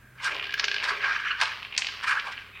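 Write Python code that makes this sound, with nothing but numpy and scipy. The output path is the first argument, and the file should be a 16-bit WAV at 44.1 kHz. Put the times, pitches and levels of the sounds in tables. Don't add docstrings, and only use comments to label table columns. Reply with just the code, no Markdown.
import sys
import numpy as np
from scipy import signal
from scipy.fft import rfft, irfft
from scipy.io import wavfile
from scipy.ndimage import uniform_filter1d

SR = 44100
rng = np.random.default_rng(int(sys.argv[2]) if len(sys.argv) > 2 else 0)


def materialize(psi):
    bounded = np.clip(np.atleast_2d(psi).T, -1, 1)
    quanta = np.round(bounded * 32767).astype(np.int16)
    wavfile.write(sys.argv[1], SR, quanta)


N = 114660
TIME = np.arange(N) / SR
HZ = np.fft.rfftfreq(4096, 1 / SR)


def amp(db):
    return 10 ** (np.asarray(db) / 20)


def unit(x):
    return x / np.sqrt(np.mean(x ** 2) + 1e-20)


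def curve(points, hz=HZ):
    freq, value = np.transpose(points)
    return np.interp(np.log(hz + 1), np.log(freq + 1), value)


def add(mix, start_s, sound):
    part = mix[max(round(start_s * SR), 0):][:len(sound)]
    part += sound[:len(part)]


def colour(x, db):
    log_gain = np.log(amp(np.r_[db, db[-2:0:-1]]))
    response = np.exp(np.conj(signal.hilbert(log_gain)))
    taps = np.fft.ifft(response).real
    return signal.fftconvolve(x, taps[:len(db)])[:len(x)]


def wobble(rate_hz):
    freq = np.fft.rfftfreq(N, 1 / SR)
    return unit(irfft(rfft(rng.standard_normal(N)) / (1 + (freq / rate_hz) ** 4), N))


def resonance(hz, width_hz):
    freq = np.fft.rfftfreq(N, 1 / SR)
    return unit(irfft(rfft(rng.standard_normal(N)) / (1 + (2 * (freq - hz) / width_hz) ** 2), N))


def clicks(per_s, spread_db):
    size = amp(spread_db * np.minimum(rng.exponential(1, N), 4))
    return size * rng.choice([-1, 1], N) * (rng.random(N) < per_s / SR)


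# (frequency [Hz], relative level [dB])
AIR_COLOUR = [(15, -39), (25, -5.5), (59, -19.5), (86, -8.5), (122, -13), (173, -14), (240, -13.5),
              (305, -20), (871, -26), (1620, -17), (5430, -40), (15500, -39)]
# (pitch [Hz], starting level [dB], final level [dB])
HUM_NOTES = [(56.4, -63, -66), (98.6, -72, -62.5), (123, -61.5, -78)]
def room_air(air_db=-58, hiss_db=-69, waver_rad=0.76, sway_db=2.5, side_db=-20):
    hum = np.zeros(N)
    for hz, first_db, last_db in HUM_NOTES:
        level = amp(np.linspace(first_db, last_db, N) + sway_db * wobble(5.0))
        hum += level * unit(np.sin(2 * np.pi * hz * TIME + waver_rad * wobble(5.9)))
    middle, side = (unit(colour(noise, curve(AIR_COLOUR))) for noise in rng.standard_normal((2, N)))
    air = middle + amp(side_db) * np.array([side, -side])
    return hum + amp(air_db) * air + amp(hiss_db) * rng.standard_normal((2, N))


# (time [s], length [s], pitch [Hz], level [dB])
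SQUEAK_EVENTS = [(0, 0.16, 1590, -59.5), (1.306, 0.016, 2857, -24.5), (2.369, 0.0065, 2860, -40),
                 (2.519, 0.086, 2436, -46.5)]
def squeaks(width_hz=220, overtone_db=-15):
    out = np.zeros(N)
    for start, length, hz, db in SQUEAK_EVENTS:
        swell = signal.windows.tukey(round(length * SR), .5)
        tone = resonance(hz, width_hz) + amp(overtone_db) * resonance(1.5 * hz, width_hz)
        add(out, start, amp(db) * swell * unit(tone[:len(swell)]))
    return out


# (time [s], level [dB])
BOOM_LEVELS = [(.1, -72.5), (.25, -72), (0.32, -43.5), (0.52, -61), (.66, -55), (.8, -55), (.92, -47),
               (1.05, -51.5), (1.2, -65.5), (2.6, -68.5)]
# (pitch [Hz], width [Hz], relative level [dB])
BOARD_NOTES = [(298, 25, -9), (407.4, 40.5, 3.5), (594, 280, 2.5)]
def board_boom():
    level_db = np.interp(TIME, *np.transpose(BOOM_LEVELS))
    return amp(level_db) * unit(sum(amp(db) * resonance(hz, width) for hz, width, db in BOARD_NOTES))


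def patchy(x, depth_db):
    spectrum = signal.stft(x, nperseg=512, noverlap=384)[2]
    patches = uniform_filter1d(rng.standard_normal(spectrum.shape), size=3, axis=0)
    patches = uniform_filter1d(patches, size=7, axis=1)
    return signal.istft(spectrum * amp(depth_db * unit(patches)), nperseg=512, noverlap=384)[1][:N]


# (time [s], level [dB], low rub [dB], higher rasp [dB], gritty treble [dB])
STRIKER_STROKES = [
    [(0.15, -55, -19, -15, -16), (0.205, -43.5, -10, -0.5, -16), (0.235, -36, -2.5, 3, -1),
     (0.26, -28, -6, -2.5, -4.5), (0.28, -22.5, -17, -11, -15), (0.3, -29, -15, -5.5, -19),
     (0.32, -33, -12.5, 3, -16), (0.36, -54.5, 14.5, -4, -13)],
    [(0.568, -54, -20, -6, -8), (0.58, -30, -30, -9, -6), (0.6, -37, -7, -10, 5),
     (0.614, -49.5, 2, -9, -13), (0.638, -26.5, -17, -3, -23), (0.66, -45, -19, -6, -10)],
    [(0.81, -42.5, 0, 6, -21), (0.842, -26.5, -9.5, -2.5, -3), (0.872, -30, -5.5, -5, -11),
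     (0.895, -22, -10, -12.5, -7.5), (0.925, -29, -4.5, -1.5, -17.5), (1.0, -40.5, -14, 0, -14.5)],
    [(1.0, -34, -13, 0, -22), (1.02, -28.5, -12, -2.5, -11), (1.035, -19.5, -20, -10.5, -22.5),
     (1.064, -27, -3, -3.5, -12), (1.09, -22.5, -12, -14.5, -17), (1.14, -29, -9.5, -0.5, -12.5),
     (1.166, -20, -24.5, -10, -18.5), (1.188, -32.5, -14, -11, -28)],
    [(1.188, -30.5, -11, -5, -21), (1.206, -28, -27, -6, -13.5), (1.23, -34.5, -21, -4, -19.5),
     (1.27, -21.5, -38, -9, -28), (1.282, -34, -28, 4.5, -17.5), (1.318, -23.5, -34, -12, -29),
     (1.336, -33, -18, -6, -25), (1.38, -40, -11, -0.5, -13.5), (1.408, -26.5, -6, -6, -0.5)],
    [(1.414, -22, -13, -5, 4.5), (1.44, -35.5, -1.5, -15, -1.5), (1.495, -31.5, -10.5, -0.5, -14),
     (1.56, -50, -4, 1, -17)],
    [(2.018, -49, -4, 3, -10), (2.04, -23.5, -10, -8, -13.5), (2.06, -32, -8, -5, -16.5),
     (2.08, -22.5, -18, -4, -7.5), (2.125, -17.5, -19, -13, -19), (2.143, -30, -7.5, -8, -14),
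     (2.178, -22, -13, -13.5, -24.5), (2.21, -39.5, -25, 5.5, -19)],
    [(2.21, -39, -27, -4, -18), (2.25, -36, -1, -24, -15), (2.275, -37, 3.5, 2, -7.5),
     (2.305, -40.5, 2, -2, -13), (2.328, -36, -21, 4.5, -4.5), (2.352, -54, -28, 7, -24),
     (2.395, -43.5, -40, 1.5, -15), (2.5, -57, -15, 2, -17)],
]
STROKE_FIZZ = [-11, -26, -15.5, -23, -20, -18.5, -11, -13]
# (frequency [Hz], relative level [dB])
BODY_COLOUR = [(500, -47.5), (900, -24), (1130, -7.5), (1350, -2), (1490, 0), (1610, 8), (1740, -0.5),
               (1950, -9), (2900, -21), (6000, -57), (12000, -89)]
RUB_COLOUR = [(100, -43), (300, -33), (500, -7), (700, -8.5), (850, 3), (1080, 11.5), (1400, 0.5),
              (3000, -67)]
RASP_COLOUR = [(1200, -32), (1950, -6.5), (2380, 2), (2650, -5), (2950, -4.5), (3500, -15), (6000, -28),
               (12000, -65)]
GRIT_COLOUR = [(2000, -13.5), (3400, 13.5), (4500, 12), (5500, 9), (6600, -5), (9000, -26), (14000, -56)]
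FIZZ_COLOUR = [(4500, -14), (6500, 3.5), (9300, 0.5), (10500, -11), (12500, -11), (15500, -33)]
def scraping(body_db=-3.0, rub_db=-2, rasp_db=-3, grit_db=-4, fade_s=0.0081, chatter_db=1.52):
    levels = np.zeros((5, N))
    for stroke, fizz in zip(STRIKER_STROKES, STROKE_FIZZ):
        times, db, rub, rasp, grit = np.transpose(stroke)
        fade = np.clip(np.minimum(TIME - times[0], times[-1] - TIME) / fade_s + .5, 0, 1)
        offsets = (body_db, rub + rub_db, rasp + rasp_db, grit + grit_db, grit + grit_db + fizz)
        levels += fade * amp([np.interp(TIME, times, db + offset) for offset in offsets])
    chatter = amp(chatter_db * wobble(rate_hz=109))
    out = np.zeros(N)
    for level, shape in zip(levels, (BODY_COLOUR, RUB_COLOUR, RASP_COLOUR, GRIT_COLOUR, FIZZ_COLOUR)):
        slips = patchy(clicks(per_s=9000, spread_db=2) * chatter, depth_db=2.5)
        out += level * unit(colour(slips, curve(shape)))
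    return out


# (time [s], level [dB])
ROLL_LEVELS = [(.17, -88), (.33, -38.5), (.55, -47), (.8, -41.5), (1.3, -48), (1.548, -40.5),
               (1.691, -48.5), (1.8, -47), (1.941, -42), (2.02, -42.5), (2.4, -49.5), (2.52, -54),
               (2.6, -47)]
# (frequency [Hz], relative level [dB])
TICK_COLOUR = [(200, -41), (420, -20.5), (800, -16.5), (1100, -3), (1600, -6.5), (2150, -3.5), (2450, -4.5),
               (2950, -4), (3500, -10), (5000, -32), (9000, -39.5)]
def rolling():
    level_db = np.interp(TIME, *np.transpose(ROLL_LEVELS))
    ticks = clicks(per_s=1500, spread_db=5)
    return amp(level_db) * unit(colour(ticks, curve(TICK_COLOUR)))


def hit(shape_db, decay_s, ring_db, rise_s=0.00057, hold_s=0.0015,
        ring_hz=1640, ring_rise_s=0.0012, ring_decay_s=.032):
    t = np.arange(len(HZ)) / SR
    fall = amp(-60 * np.maximum(t - hold_s, 0) / decay_s)
    burst = rng.standard_normal(len(t)) * fall * np.minimum(t / rise_s, 1)
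    spectrum = rfft(burst, 2 * len(t))
    spectrum /= np.sqrt(uniform_filter1d(abs(spectrum) ** 2, size=45) + 1e-12)
    clatter = colour(irfft(spectrum)[:len(t)], shape_db)
    clatter /= np.sqrt(np.sum(clatter ** 2) / (SR * .006)) * 3
    pitch = ring_hz * (1 + 0.024 * rng.standard_normal())
    ring = np.sin(2 * np.pi * pitch * t) * amp(-60 * t / ring_decay_s)
    return clatter + amp(ring_db) * ring * (1 - np.exp(-t / ring_rise_s))


# (time [s], level [dB], woody boost [dB], board ring [dB], treble boost [dB],
# top edge [Hz], decay [s])
KNOCK_EVENTS = [(0.2436, -23, -10, -21, 5, 10000, .03), (0.5398, -17.5, -27, 10, -8, 6660, 0.019),
                (0.5954, -11, -4, 0.5, 1.5, 6030, 0.029), (0.6416, -11.5, 1, -3, -1.5, 6600, 0.029),
                (0.6515, -25, -8, 0, 7, 7100, 0.013), (1.4121, -11.5, 6, 3, -10, 11000, 0.029),
                (1.4201, -10.5, 23, -1, -25, 11000, 0.047), (1.4331, -15, 18.5, 1, -9, 10000, 0.016),
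                (1.7771, -9, -12, -34, 3.5, 8600, 0.02), (1.7857, -20, 20, -16, 9, 9300, 0.086)]
# (frequency [Hz], relative level [dB])
CRACK_COLOUR = [(200, -48), (400, -23.5), (700, -15), (1200, -14.5), (1700, -5), (2500, 0), (3600, -7),
                (4700, -3.5), (7500, -11.5), (10500, -17), (16000, -28)]
# (frequency [Hz], share of the boost [0 to 1])
WOODY_SHARE = [(150, 0.39), (400, 0.047), (650, 0.37), (1100, 1), (1800, 0.012)]
TREBLE_SHARE = [(3000, 0), (4500, 1)]
def knocks(ring_db=-7, edge_steepness=17.4, edge_floor_db=-26, bass_cut_hz=460):
    out = np.zeros(N)
    for start, db, woody, ring, treble, edge_hz, decay_s in KNOCK_EVENTS:
        top_cut = 20 * np.log10(1 / (1 + (HZ / edge_hz) ** edge_steepness) + amp(edge_floor_db))
        shape = curve(CRACK_COLOUR) + woody * curve(WOODY_SHARE) + treble * curve(TREBLE_SHARE) + top_cut
        add(out, start, amp(db) * hit(shape, decay_s, ring + ring_db))
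    return signal.sosfilt(signal.butter(3, bass_cut_hz, "high", fs=SR, output="sos"), out)


# (time [s], level [dB], board ring [dB], treble [dB])
BOUNCE_EVENTS = [(0.3457, -24.5, -31, -8), (0.3644, -21.5, -30, -17), (0.3791, -26, -34, -23),
                 (0.396, -18.5, -17, -27), (0.41, -22.5, -27, -55), (0.4253, -21, -24, -20),
                 (0.4408, -19.5, -26, -19), (0.4537, -25, -3, -16), (0.468, -26.5, 1, -13),
                 (0.493, -26.5, 7, -19), (0.5064, -24.5, -31, -14), (0.5228, -23, -5, -14),
                 (0.6813, -13, 0.5, -11.5), (0.714, -14.5, 0.5, -11), (0.7426, -16, -0.5, -8),
                 (0.7632, -16, -2.5, -15.5), (0.782, -18.5, -21.5, -19.5), (0.8, -20.5, -4, -22),
                 (0.826, -23, -12, -29), (0.8885, -34, -17, 1), (1.4549, -17.5, -16, -9),
                 (1.6281, -24.5, -17, -21), (1.6482, -23, -20, -22), (1.724, -22.5, -29, -29),
                 (1.7393, -28, -23, -24), (1.7488, -24, -40, -20), (1.7641, -22, -22, -11),
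                 (1.8198, -13.5, -16, -19), (1.8457, -18, -37, -24), (1.868, -15, -25, -9.5),
                 (1.8861, -20.5, -2.5, -20), (2.1968, -19, -28, -13), (2.3768, -24.5, -1, -45)]
# (frequency [Hz], relative level [dB])
LANDING_COLOUR = [(100, -32.5), (400, -21.5), (800, -12.5), (1200, -20), (1800, -6.5), (2400, 3.5),
                  (3050, 2), (3600, -5), (5000, -11.5), (6500, -28.5), (16000, -70)]
def bounces(level_db=-1.0, ring_db=-2, treble_db=16):
    out = np.zeros(N)
    for start, db, ring, treble in BOUNCE_EVENTS:
        shape = curve(LANDING_COLOUR) + (treble + treble_db) * curve(TREBLE_SHARE)
        add(out, start, amp(db + level_db) * hit(shape, decay_s=0.02, ring_db=ring + ring_db))
    return out


def snap(start_s=0.5405, db=-38, decay_s=0.015):
    out, t = np.zeros(N), np.arange(len(HZ)) / SR
    shape = curve([(8000, -27.5), (11000, -7.5), (13500, -12), (15500, -5)])
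    burst = unit(colour(rng.standard_normal(len(t)), shape))
    add(out, start_s, burst * amp(db - 60 * t / decay_s))
    return out


# (delay [s], strength [0 to 1])
NEAR_ECHOES = [(.0088, 0.17), (0.0149, 0.14)]
# (frequency [Hz], time to fade by 60 dB [s])
ROOM_DECAY = [(200, 0.92), (1000, 0.5), (2800, 0.59), (4400, 0.94), (7500, 0.38), (9500, 0.36),
              (14000, 0.22)]
def room(x, tail_db, build_s=0.012):
    hz, t, noise = signal.stft(rng.standard_normal(SR), SR, nperseg=256)
    fall = amp(-60 * t / curve(ROOM_DECAY, hz)[:, None])
    tail = signal.istft(noise * fall, SR, nperseg=256)[1]
    tail *= np.minimum(np.arange(len(tail)) / SR / build_s, 1)
    tail *= amp(tail_db) / np.linalg.norm(tail)
    for delay, gain in NEAR_ECHOES:
        add(tail, delay, np.array([gain]))
    return x + signal.fftconvolve(x, tail)[:N]


def scene():
    sliding = scraping() + squeaks() + rolling() + board_boom()
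    game = room(knocks() + snap(), tail_db=-11) + room(bounces(), tail_db=-9) + room(sliding, tail_db=-14)
    return (game + room_air()) * amp([[-.27], [.27]])


def record(dry):
    low_pass = signal.firwin(511, 16000, window=("kaiser", 9), fs=SR)
    return signal.oaconvolve(dry, low_pass[None], "same")


dry = scene()
out = record(dry)
materialize(out)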